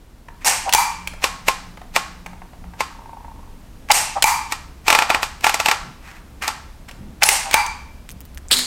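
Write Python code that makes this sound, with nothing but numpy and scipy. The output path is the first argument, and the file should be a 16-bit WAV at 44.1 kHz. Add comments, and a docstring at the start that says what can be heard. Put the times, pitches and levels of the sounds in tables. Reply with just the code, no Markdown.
"""Embossing label maker, close up

A hand-held label maker in a small room, mono. The letter wheel creeps and clacks over its detents,
among short grainy rubs. Three times the handle is pressed into crackling tape, squeaks and flies back
with a ringing spring; in the last two strokes the die snaps through. A last squeeze ends in a quick
crunch. The hardest clacks overload the microphone."""
import sys
import numpy as np
from scipy import signal
from scipy.fft import rfft, irfft
from scipy.io import wavfile
from scipy.ndimage import uniform_filter1d

SR = 44100
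rng = np.random.default_rng(int(sys.argv[2]) if len(sys.argv) > 2 else 0)


def int16_out(signal):
    """Quantize to a 16-bit WAV file."""
    q = np.round(np.clip(np.atleast_2d(signal).T, -1, 1) * 32767)
    wavfile.write(sys.argv[1], SR, q.astype(np.int16))


N = 381889
TIME = np.arange(N) / SR
BRIEF, LONG = TIME[:SR // 8], TIME[:SR]
CASING_HZ = 2340

# letter wheel modes (frequency [Hz], level [dB], t60 [s])
WHEEL_MODES = [(908, 9, 0.063), (1071, -8, 0.15)]
# clack and rub spectrum (frequency [Hz], gain [dB])
CLACK_SPECTRUM = [(120, -30.5), (300, -9), (550, -6.5), (820, 6), (1000, 1.5), (1500, -2), (2500, 4),
                  (3300, -4.5), (5500, -6), (8300, -8), (10000, -18), (13000, -12), (16000, -27)]
# handle returns (stop time [s], flight [s], release [dB], stop [dB], wash [dB], wash treble [dB],
# spring modes [dB], spring note [dB])
HANDLE_RETURNS = [(0.749, 0.024, 1.5, 4.5, -13.5, 1.5, -0.5, -3.5), (4.242, 0.019, 7, 7, -13, 1, 0.5, -3.5),
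                  (7.542, 0.01, -6, 10.5, -19, -5, 0.5, -2.5)]


def amp(db):
    """Decibels to gain."""
    return 10 ** (np.asarray(db) / 20)


def rms_one(x):
    """Scale to rms 1."""
    return x / np.sqrt(np.mean(x ** 2) + 1e-20)


def unit_hit(x):
    """Scale to the energy of 1 ms at full level."""
    return x / np.sqrt(np.sum(x ** 2) * 1000 / SR + 1e-20)


def at_hz(points, hz):
    """Read a table on a log-frequency axis."""
    f, value = np.transpose(points)
    return np.interp(np.log(np.maximum(hz, 1)), np.log(f), value)


def add(track, s, sound):
    """Mix a sound in at time s."""
    start = max(round(s * SR), 0)
    track[start:start + len(sound)] += sound[:max(N - start, 0)]


def colour(x, spectrum, treble_db=0, size=8192):
    """Minimum-phase filter: given spectrum plus a treble shelf."""
    hz = np.arange(size // 2 + 1) * SR / size
    shelf = hz ** 2 / (hz ** 2 + 3000 ** 2)
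    cepstrum = irfft(np.log(amp(at_hz(spectrum, hz) + treble_db * shelf)))
    cepstrum[1:size // 2] *= 2
    cepstrum[size // 2 + 1:] = 0
    return signal.fftconvolve(x, irfft(np.exp(rfft(cepstrum))))[:len(x)]


def resonate(x, hz, width_hz):
    """One resonance, peak gain 1."""
    r = np.exp(-np.pi * width_hz / SR)
    poles = [1, -2 * r * np.cos(2 * np.pi * hz / SR), r * r]
    return signal.lfilter(np.array([1, 0, -1]) * (1 - r * r) / 2, poles, x + 1e-18)


def narrow_noise(hz, width_hz, samples):
    """Noise through two equal resonances, rms 1."""
    return rms_one(resonate(resonate(rng.standard_normal(samples), hz, width_hz), hz, width_hz))


def sine(hz, t):
    """Steady tone."""
    return np.sin(2 * np.pi * hz * t)


def fade(t, t60_s):
    """Exponential decay, 60 dB in t60_s."""
    return amp(-60 * t / t60_s)


def swell(rise_s):
    """Smooth build-up from 0 to 1."""
    return 1 - np.exp(-(LONG / rise_s) ** 2)


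def arch(length_s):
    """Half-sine rise and fall."""
    return np.sin(np.pi * np.minimum(BRIEF / length_s, 1))


def contact(t60_s):
    """Decaying burst of micro-impacts."""
    return rng.standard_normal(len(BRIEF)) * fade(BRIEF, t60_s)


def rattle(t60_s, grain_db=6.0):
    """Uneven micro-impacts, a few much stronger than the rest."""
    impacts = contact(t60_s)
    unevenness = rms_one(uniform_filter1d(rng.standard_normal(len(BRIEF)), size=16))
    return impacts * amp(grain_db * np.clip(unevenness, -2, 2))


def ring(modes, t, spread_db, tilt_db=0, detune=0):
    """Struck modes, varying from blow to blow; each successive mode gains tilt_db."""
    out = 0
    for k, (hz, db, t60_s) in enumerate(modes):
        gain = amp(db + tilt_db * k + spread_db * rng.normal())
        cycles = hz * (1 + detune * rng.normal()) * t + rng.random()
        out += gain * np.sin(2 * np.pi * cycles) * fade(t, t60_s)
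    return out


def flutter(hz, width_hz):
    """Cluster of close modes: one tone with wandering phase and beating level, rms 1."""
    cluster = signal.hilbert(narrow_noise(hz, width_hz, 2 * SR))[SR:]
    return rms_one(cluster.real / np.abs(cluster) ** .5)


def diffuse(bands=14):
    """One second of diffuse room sound; the mids last longest."""
    # room decay (frequency [Hz], t60 [s])
    room_t60 = [(200, 0.21), (900, 0.57), (2500, 0.65), (6000, 0.56), (10000, 0.4), (15000, 0.29)]
    white, hz = rfft(rng.standard_normal(SR)), np.arange(SR // 2 + 1)
    centres_hz = np.geomspace(150, 16000, bands)
    shares = [at_hz(list(zip(centres_hz, row)), hz) for row in np.eye(bands)]
    return sum(irfft(white * share, SR) * fade(LONG, at_hz(room_t60, centre_hz))
               for centre_hz, share in zip(centres_hz, shares))


def wash(spectrum, rise_s, treble_db=0, onset_share=0.15):
    """Dense reverberation of a stroke: sets in at once, swells, dies away."""
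    tail = colour(diffuse(), spectrum, treble_db)
    return tail / np.std(tail[:SR // 20]) * (onset_share + (1 - onset_share) * swell(rise_s))


def room(x, early_db, late_db):
    """Close reflections from hands and body, plus the room's tail."""
    # reflection spectrum (frequency [Hz], gain [dB])
    spectrum = [(150, -9), (500, 3), (850, 4), (1300, 7), (2500, -3.5), (4000, 3.5), (7000, 2),
                (10000, 5.5), (16000, -9.5)]
    early = rng.standard_normal(SR) * fade(LONG, t60_s=0.15)
    parts = [colour(part * swell(rise_s=0.0025), spectrum) for part in (early, diffuse())]
    response = sum(amp(db) * part / np.linalg.norm(part) for db, part in zip((early_db, late_db), parts))
    return signal.fftconvolve(x, response)[:N]


def background(floor_db=-40.5, hum_width_share=0.059, hum_ramp_s=0.2):
    """Room rumble and hiss, wavering hums, dull bumps of the hands."""
    # room noise spectrum (frequency [Hz], gain [dB])
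    spectrum = [(12, -29.5), (20, 7.5), (61, -1.5), (110, -8), (262, -11.5), (377, -19.5), (897, -22.5),
                (1290, -27), (3840, -34), (14700, -41), (16000, -47)]
    # shifts of grip (time [s], length [s], level [dB])
    grip_shifts = [(5.79, 0.18, -39.5), (6.896, 0.31, -36.5), (8.056, 0.18, -45)]
    # low hums (start [s], end [s], frequency [Hz], level [dB])
    hums = [(0.45, 9.4, 64.6, -48.5), (0.7, 3.02, 178, -50.5), (7.45, 8.66, 67, -41)]
    out = amp(floor_db) * rms_one(colour(rng.standard_normal(N), spectrum))
    out *= amp(np.interp(TIME, [.25, .45], [-3.5, 0]))   # stiller before the work starts
    bump_band = signal.butter(2, [85, 230], "band", fs=SR, output="sos")
    dull_noise = rms_one(signal.sosfilt(bump_band, rng.standard_normal(N)))
    grip = np.zeros(N)
    for s, length_s, db in grip_shifts:
        add(grip, s, amp(db) * np.hanning(round(length_s * SR)))
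    for start_s, end_s, hz, db in hums:
        gate = np.clip(np.minimum(TIME - start_s, end_s - TIME) / hum_ramp_s, 0, 1)
        out += amp(db) * narrow_noise(hz, hum_width_share * hz, N) * gate
    return out + grip * dull_noise


def soft_knock(treble_db, contact_db, ring_db, finger_t60_s=0.099):
    """Hollow knock of the wheel: cushioned contact, finger-damped ring."""
    # soft contact spectrum (frequency [Hz], gain [dB])
    spectrum = [(200, -23.5), (600, -1), (830, 5.5), (1100, -6), (1500, -7), (2300, -11.5), (3500, -27),
                (12000, -47)]
    cushion = 1 - fade(BRIEF, t60_s=0.01)
    knock = colour(contact(t60_s=0.026) * cushion, spectrum, treble_db)
    ringing = ring(WHEEL_MODES, BRIEF, spread_db=4.0) * fade(BRIEF, finger_t60_s) * cushion
    return amp(contact_db) * unit_hit(knock) + amp(ring_db) * unit_hit(ringing)


def wheel_creep(start_s=2.91, end_s=3.5, knocks_per_s=27, jitter=0.07, middle_db=-24, edge_db=-10):
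    """The loose wheel is nudged, then creeps on in a run of knocks, strongest near the middle."""
    # nudges (time [s], level [dB], treble [dB])
    nudges = [(0.284, -21, 13), (1.135, -19.5, 22), (1.772, -21, 17.5), (1.815, -20, 13),
              (2.261, -14.5, 23), (2.331, -23.5, 15), (2.418, -22, -1), (2.532, -26.5, 9), (2.639, -25, 9),
              (2.735, -24.5, 11)]
    out = np.zeros(N)
    for s, db, treble_db in nudges:
        add(out, s, amp(db) * soft_knock(treble_db, contact_db=-7.0, ring_db=-11.5))
    run_s = np.arange(start_s, end_s, 1 / knocks_per_s)
    for s, place in zip(run_s, np.linspace(-0.7, 1, len(run_s))):
        knock = soft_knock(treble_db=4, contact_db=-13.0, ring_db=-3.0)
        offset_s = jitter * rng.normal() / knocks_per_s
        db = middle_db + edge_db * place ** 2 + 2 * rng.normal()
        add(out, s + offset_s, amp(db) * knock)
    return out


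def rubs(grain_db=9.5):
    """Short grainy rubs of fingers, wheel and handle, often just before a squeeze."""
    # rubs (time [s], length [s], level [dB])
    slides = [(0.401, 0.053, -40), (3.88, 0.047, -27), (5.996, 0.17, -41.5), (6.086, 0.13, -45),
              (6.406, 0.068, -21.5), (6.875, 0.035, -37), (7.205, 0.038, -26), (7.511, 0.054, -19),
              (8.501, 0.026, -18.5)]
    force = np.zeros(N)
    for s, length_s, db in slides:
        add(force, s, amp(db) * arch(length_s) ** 2)
    grains = colour(rng.standard_normal(N) * amp(grain_db * rng.standard_normal(N)), CLACK_SPECTRUM)
    return force * rms_one(0.52 * grains + resonate(grains, hz=1530, width_hz=910))


def snap(hz, t60_s, pitched_db, width_share, treble_db):
    """Stiff plastic snaps over: a broad crack with one damped resonance."""
    # crack spectrum (frequency [Hz], gain [dB])
    spectrum = [(120, -23), (400, 1.5), (900, 7), (2500, 7), (5000, 6), (8000, 6.5), (12000, -1),
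                (16000, 0.5)]
    crack = colour(contact(t60_s), spectrum, treble_db)
    return unit_hit(crack + amp(pitched_db) * resonate(crack, hz, width_share * hz))


def casing_clicks(gain_db=-5.0, lag_s=0.00065):
    """Single clicks of handle and casing; harder is brighter."""
    # clicks (time [s], level [dB], pitch [Hz])
    clicks = [(0.4458, -8.5, 5600), (0.475, -7, 1750), (0.6923, -8.5, 2780), (0.735, 7.5, 940),
              (1.073, -8, 2360), (5.408, -23, 2310), (6.423, -15, 2410), (6.887, -25.5, 1810),
              (6.911, -24.5, 2480), (7.288, 8, 2050), (7.5108, -8, 2290), (7.663, -13, 6600)]
    out = np.zeros(N)
    for s, db, hz in clicks:
        click = snap(hz, t60_s=0.025, pitched_db=8.0, width_share=0.16, treble_db=0.23 * db - 3.0)
        add(out, s + lag_s, amp(db + gain_db) * click)
    return out


def presses(grain_db=1.5, casing_db=-4.5, crackle_db=-1.0, cracks_per_s=220):
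    """Each press leaves a bright, gritty wash; the tape crackles, the squeezed casing rings on."""
    # presses (time [s], level [dB], rise [s])
    strokes = [(0.446, -13, 0.02), (3.921, -13, 0.03), (7.232, -16.5, 0.03), (7.292, -16, 0.029)]
    # wash and crackle spectrum (frequency [Hz], gain [dB])
    spectrum = [(120, -70), (200, -23), (401, -21), (683, -9), (851, -4), (1300, -13.5), (1870, -10),
                (2610, -9.5), (3400, -16.5), (5630, -11), (8270, -8.5), (15100, -19.5), (16000, -48)]
    # casing resonances (frequency [Hz], width [Hz], level [dB])
    modes = [(857, 91, 0), (2730, 240, -5.5), (5610, 180, -7), (8430, 210, -2)]
    out = np.zeros(N)
    for s, db, rise_s in strokes:
        roughness = rms_one(uniform_filter1d(rng.standard_normal(SR), size=24))
        rush = rms_one(amp(grain_db * roughness)) * wash(spectrum, rise_s)
        casing = sum(amp(mode_db) * flutter(hz, width_hz) for hz, width_hz, mode_db in modes)
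        casing *= amp(casing_db) * fade(LONG, t60_s=0.44)
        impulses = (rng.random(SR) < cracks_per_s / SR) * rng.standard_normal(SR)
        cracks = signal.fftconvolve(impulses, contact(t60_s=0.004))[:SR]
        crackle = amp(crackle_db) * rms_one(colour(cracks, spectrum)) * fade(LONG, t60_s=0.28)
        add(out, s, amp(db) * (rush + swell(rise_s) * (casing + crackle)))
    return out


def squeaks(grit_share=0.49, overtone_db=-28.0, sag_share=0.038):
    """Stick-slip of plastic on plastic drives the lever in a short, rough, sagging tone."""
    # slips under the handle (time [s], length [s], level [dB], pitch [Hz])
    slips = [(0.65, 0.066, -16.5, 782), (3.896, 0.023, -7.5, 833), (4.148, 0.05, -15, 799.4),
             (7.213, 0.032, -16, 808), (7.238, 0.062, -19.5, 10200), (7.432, 0.098, -26, 790)]
    out = np.zeros(N)
    for s, length_s, db, hz in slips:
        pitch_hz = hz * (1 + sag_share * (.5 - BRIEF / length_s))
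        phase = 2 * np.pi * np.cumsum(pitch_hz) / SR
        tone = np.sin(phase) + amp(overtone_db) * np.sin(2 * phase)
        grit = narrow_noise(hz, width_hz=430, samples=len(BRIEF))
        add(out, s, amp(db) * arch(length_s) ** 2 * (tone + grit_share * grit))
    return out


def handle(gain_db=-7.0, release_lag_s=0.00054, stop_lead_s=0.000836):
    """The handle cracks as it lets go and again at its stop."""
    out = np.zeros(N)
    for s, flight_s, release_db, stop_db, *_ in HANDLE_RETURNS:
        release = snap(hz=2840, t60_s=0.04, pitched_db=5.5, width_share=0.22, treble_db=1.0)
        stop = snap(CASING_HZ, t60_s=0.015, pitched_db=11.0, width_share=0.07, treble_db=3.5)
        add(out, s - flight_s + release_lag_s, amp(release_db + gain_db) * release)
        add(out, s - stop_lead_s, amp(stop_db + gain_db) * stop)
    return out


def return_spring(gain_db=-14, knock_db=-4.5, note_hz=2337, note_t60_s=0.64, width_share=0.062):
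    """The lever knocks on its stop; the spring's note beats against a twin just above it."""
    # spring and lever modes (frequency [Hz], level [dB], t60 [s])
    modes = [(852, -0.5, 0.41), (930, -6, 0.5), (1146, -10.5, 0.57), (2016, -4.5, 0.24), (4650, -12, 0.54)]
    # wash spectrum (frequency [Hz], gain [dB])
    spectrum = [(200, -11), (550, -23), (900, 19), (1500, -3.5), (2300, 0.5), (3200, -10.5), (4800, -7),
                (7500, -2.5), (10000, -6.5), (13000, -6), (16000, -15)]
    out = np.zeros(N)
    for s, *_, wash_db, treble_db, modes_db, note_db in HANDLE_RETURNS:
        spring = sum(amp(db) * flutter(hz, width_share * hz) * fade(LONG, t60_s)
                     for hz, db, t60_s in modes)
        spring *= amp(modes_db) * (0.087 + 0.89 * swell(rise_s=0.03) ** 2)
        beat_hz = rng.uniform(9.83, 43.72)
        twins = ring([(note_hz, 0, note_t60_s), (note_hz + beat_hz, -1, note_t60_s)], LONG, spread_db=3)
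        cluster = flutter(note_hz, width_share * note_hz) * fade(LONG, note_t60_s)
        spring += .5 * amp(note_db) * (twins + 0.82 * cluster)
        knock = sine(880, LONG) * fade(LONG, t60_s=0.062)
        tail = wash(spectrum, rise_s=0.029, treble_db=treble_db)
        add(out, s, amp(wash_db) * tail + amp(gain_db) * spring + amp(knock_db) * knock)
    return out


def body_ring(s, seating, cavity_hz=560):
    """Shell, wheel and cavity ring in a clack; the grip at time s sets their balance."""
    # grip (time [s], cavity [dB], wheel [dB], shell [dB])
    grip = [(2.0, -15, -12, -24), (2.801, -20, -11.5, -11), (4.8, -37, -21.5, -10.5)]
    # plastic shell modes (frequency [Hz], level [dB], t60 [s])
    shell_modes = [(650, -12.5, 0.026), (863, 2.5, 0.078), (1147, -11, 0.15), (1353, -3.5, 0.069),
                   (1895, -13.5, 0.096)]
    grip_s, *levels_db = np.transpose(grip)
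    cavity_db, wheel_db, shell_db = (np.interp(s, grip_s, db) for db in levels_db)
    shell = unit_hit(ring(shell_modes, BRIEF, spread_db=2.0))
    wheel = unit_hit(ring(WHEEL_MODES, BRIEF, spread_db=2.5, tilt_db=16.5, detune=0.0091))
    cavity = unit_hit(sine(cavity_hz, BRIEF) * fade(BRIEF, t60_s=0.012) * seating)
    return amp(shell_db) * shell + amp(wheel_db) * wheel + amp(cavity_db) * cavity


def wheel_clacks(dulling_db_per_notch=1.5, lag_s=0.0015):
    """The pawl scrapes up a tooth, drops in, chatters and sets body, tongues and room ringing."""
    # pawl drops (time [s], level [dB])
    detents = [(1.24, 4.5), (1.482, 4.5), (1.961, 4.5), (2.805, -1.5), (4.521, -3), (4.88, 5.5), (4.901, 7),
               (4.925, 5), (4.949, 5.5), (4.987, 5.5), (5.02, 1.5), (5.1, 5.5), (5.145, 3), (5.229, 0),
               (5.442, 4), (5.465, 5), (5.493, 1.5), (5.541, 0), (5.599, 0.5), (5.658, 3), (5.684, 4.5),
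               (5.712, 4), (6.477, -0.5)]
    # turns of the wheel, each starting bright (start [s])
    turns_s = [1.2, 4.5, 5.2, 5.52, 6.4]
    # letter tongue modes (frequency [Hz], level [dB], t60 [s])
    tongue_modes = [(2420, 0, 0.26), (4690, -2, 0.24)]

    def hit(force, db, treble_db):
        return amp(db) * unit_hit(colour(force, CLACK_SPECTRUM, treble_db))

    out, to_room = np.zeros((2, N))
    seating = 1 - fade(BRIEF, t60_s=0.0047)   # the pawl takes a moment to seat
    loudest_db = max(db for _, db in detents)
    for s, db in detents:
        turn_s = max(start_s for start_s in turns_s if start_s <= s)
        notch = sum(turn_s <= earlier_s < s for earlier_s, _ in detents)
        treble_db = 1.0 - dulling_db_per_notch * notch
        clack = hit(rattle(t60_s=0.065) * arch(length_s=0.0058), -7.5, treble_db)
        chatter = hit(rattle(t60_s=0.065) * seating, -14.5, treble_db)
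        pawl_hz = 2480 * (1 + 0.048 * rng.normal())
        pawl_db = -10.0 + .5 * (treble_db + db - loudest_db)
        pawl = amp(pawl_db) * unit_hit(sine(pawl_hz, BRIEF) * fade(BRIEF, t60_s=0.015) * seating)
        body = body_ring(s, seating)
        tongues = amp(-23.0) * unit_hit(ring(tongue_modes, LONG, spread_db=4.0))
        scrape = hit(rattle(t60_s=0.058)[::-1], -17.5, treble_db)
        pulse = hit(signal.unit_impulse(len(BRIEF)), -7.5, treble_db)
        add(out, s + lag_s - BRIEF[-1], amp(db) * scrape)
        add(out, s, amp(db) * clack)
        add(out, s + lag_s, amp(db) * (chatter + pawl + body))
        add(out, s + lag_s, amp(db) * tongues)
        add(to_room, s + lag_s, amp(db) * (pulse + 0.43 * body))
    return out + room(to_room, early_db=-7, late_db=-9.5)


def die(gain_db=-8.0, catch_lead_s=0.0091, lag_s=0.0006, bounce_s=0.0041, catch_db=-1, bounce_db=0.5):
    """The die catches dully on the tape, snaps through and bounces once."""
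    # die strikes (time [s], level [dB])
    strikes = [(3.914, 7.5), (7.2319, 8)]
    out = np.zeros(N)
    for s, db in strikes:
        catch = snap(CASING_HZ, t60_s=0.06, pitched_db=24.0, width_share=0.29, treble_db=-9.0)
        add(out, s - catch_lead_s, amp(db + gain_db + catch_db) * catch)
        for delay_s, hit_db in ((0, 0), (bounce_s, bounce_db)):
            crack = snap(hz=4870, t60_s=0.017, pitched_db=7.5, width_share=0.098, treble_db=0.0)
            add(out, s + lag_s + delay_s, amp(db + gain_db + hit_db) * crack)
    return out


def faint_ticks(gap_s=0.0056, loss_db=6.0, count=3):
    """Tiny dry ticks, each trailed by weaker ones."""
    # ticks (time [s], level [dB], pitch [Hz])
    ticks = [(8.0908, -27, 2440), (8.105, -33, 6140), (8.115, -32, 12100), (8.206, -31.5, 14000),
             (8.253, -38, 14000), (8.347, -38, 13000), (8.3748, -28, 1740), (8.485, -30.5, 7260)]
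    out = np.zeros(N)
    for s, db, hz in ticks:
        for k in range(count):
            delay_s = k * gap_s * rng.uniform(.8, 1.2)
            tick = snap(hz, t60_s=0.0044, pitched_db=11.0, width_share=0.18, treble_db=4)
            add(out, s + delay_s, amp(db - k * loss_db) * tick)
    return out


def tape_jerks(start_s, count=14, first_gap_s=0.0027, slowing=0.03, full_jerks=8.2, loss_db=4):
    """The tape gives way in jerks that slow and die out: (time [s], level [dB])."""
    k = np.arange(count)
    gaps_s = first_gap_s * (1 + slowing) ** k * (1 + 0.15 * rng.standard_normal(count))
    levels_db = -loss_db * np.maximum(k - full_jerks, 0) + 2.0 * rng.standard_normal(count)
    return zip(start_s + np.cumsum(gaps_s) - gaps_s, levels_db)


def crunch(start_s=8.5129, crack_db=-5.5, wash_db=-17.0, boom_db=-26.0, metal_db=-20.0):
    """The stiff tape cracks in a quick run; a low room boom and a high metallic ring follow it."""
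    # last strands parting (time [s], level [dB])
    last_strands = [(8.569, -7), (8.589, -7), (8.593, -5.5)]
    # spectra of the cracks and their wash (frequency [Hz], gain [dB])
    crack_spectrum = [(120, -27), (260, -7), (900, -13.5), (1900, -5), (2500, -8), (3300, 3.5), (4200, 5),
                      (6000, -10), (8200, -0.5), (10000, -8), (16000, -14)]
    wash_spectrum = [(120, -27), (300, 0), (900, -15), (2200, -4.5), (2700, -11), (4200, 3), (5000, -1),
                     (6000, -10), (6700, -1), (8600, -3), (10000, -4.5), (16000, -18)]
    out = np.zeros(N)
    for s, db in [*tape_jerks(start_s), *last_strands]:
        add(out, s, amp(db + crack_db) * unit_hit(colour(contact(t60_s=0.0036), crack_spectrum)))
    boom = amp(boom_db) * sine(250, LONG)
    metal = amp(metal_db) * flutter(hz=4190, width_hz=210)
    add(out, start_s + 0.018, amp(wash_db) * wash(wash_spectrum, rise_s=0.036))
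    add(out, start_s + 0.038, (boom + metal) * fade(LONG, t60_s=0.38) * swell(rise_s=0.021))
    return out


def scene():
    """The tool in the room, same in both channels."""
    light = wheel_creep() + rubs() + casing_clicks()
    hard = die() + handle() + squeaks() + crunch()
    echoes = room(light, early_db=-17.0, late_db=-9.0) + room(hard, early_db=-33.0, late_db=-15.5)
    mono = wheel_clacks() + presses() + return_spring() + light + hard + faint_ticks()
    mono += echoes + background()
    return np.array([mono, mono])


def record(dry):
    """Microphone overload: soft clip at full scale, then a steep low-pass."""
    cutoff_hz = 16100
    clipped = dry / (1 + dry ** 6) ** (1 / 6)
    return signal.sosfilt(signal.ellip(10, .1, 60, cutoff_hz, fs=SR, output="sos"), clipped)


dry = scene()
out = record(dry)
int16_out(out)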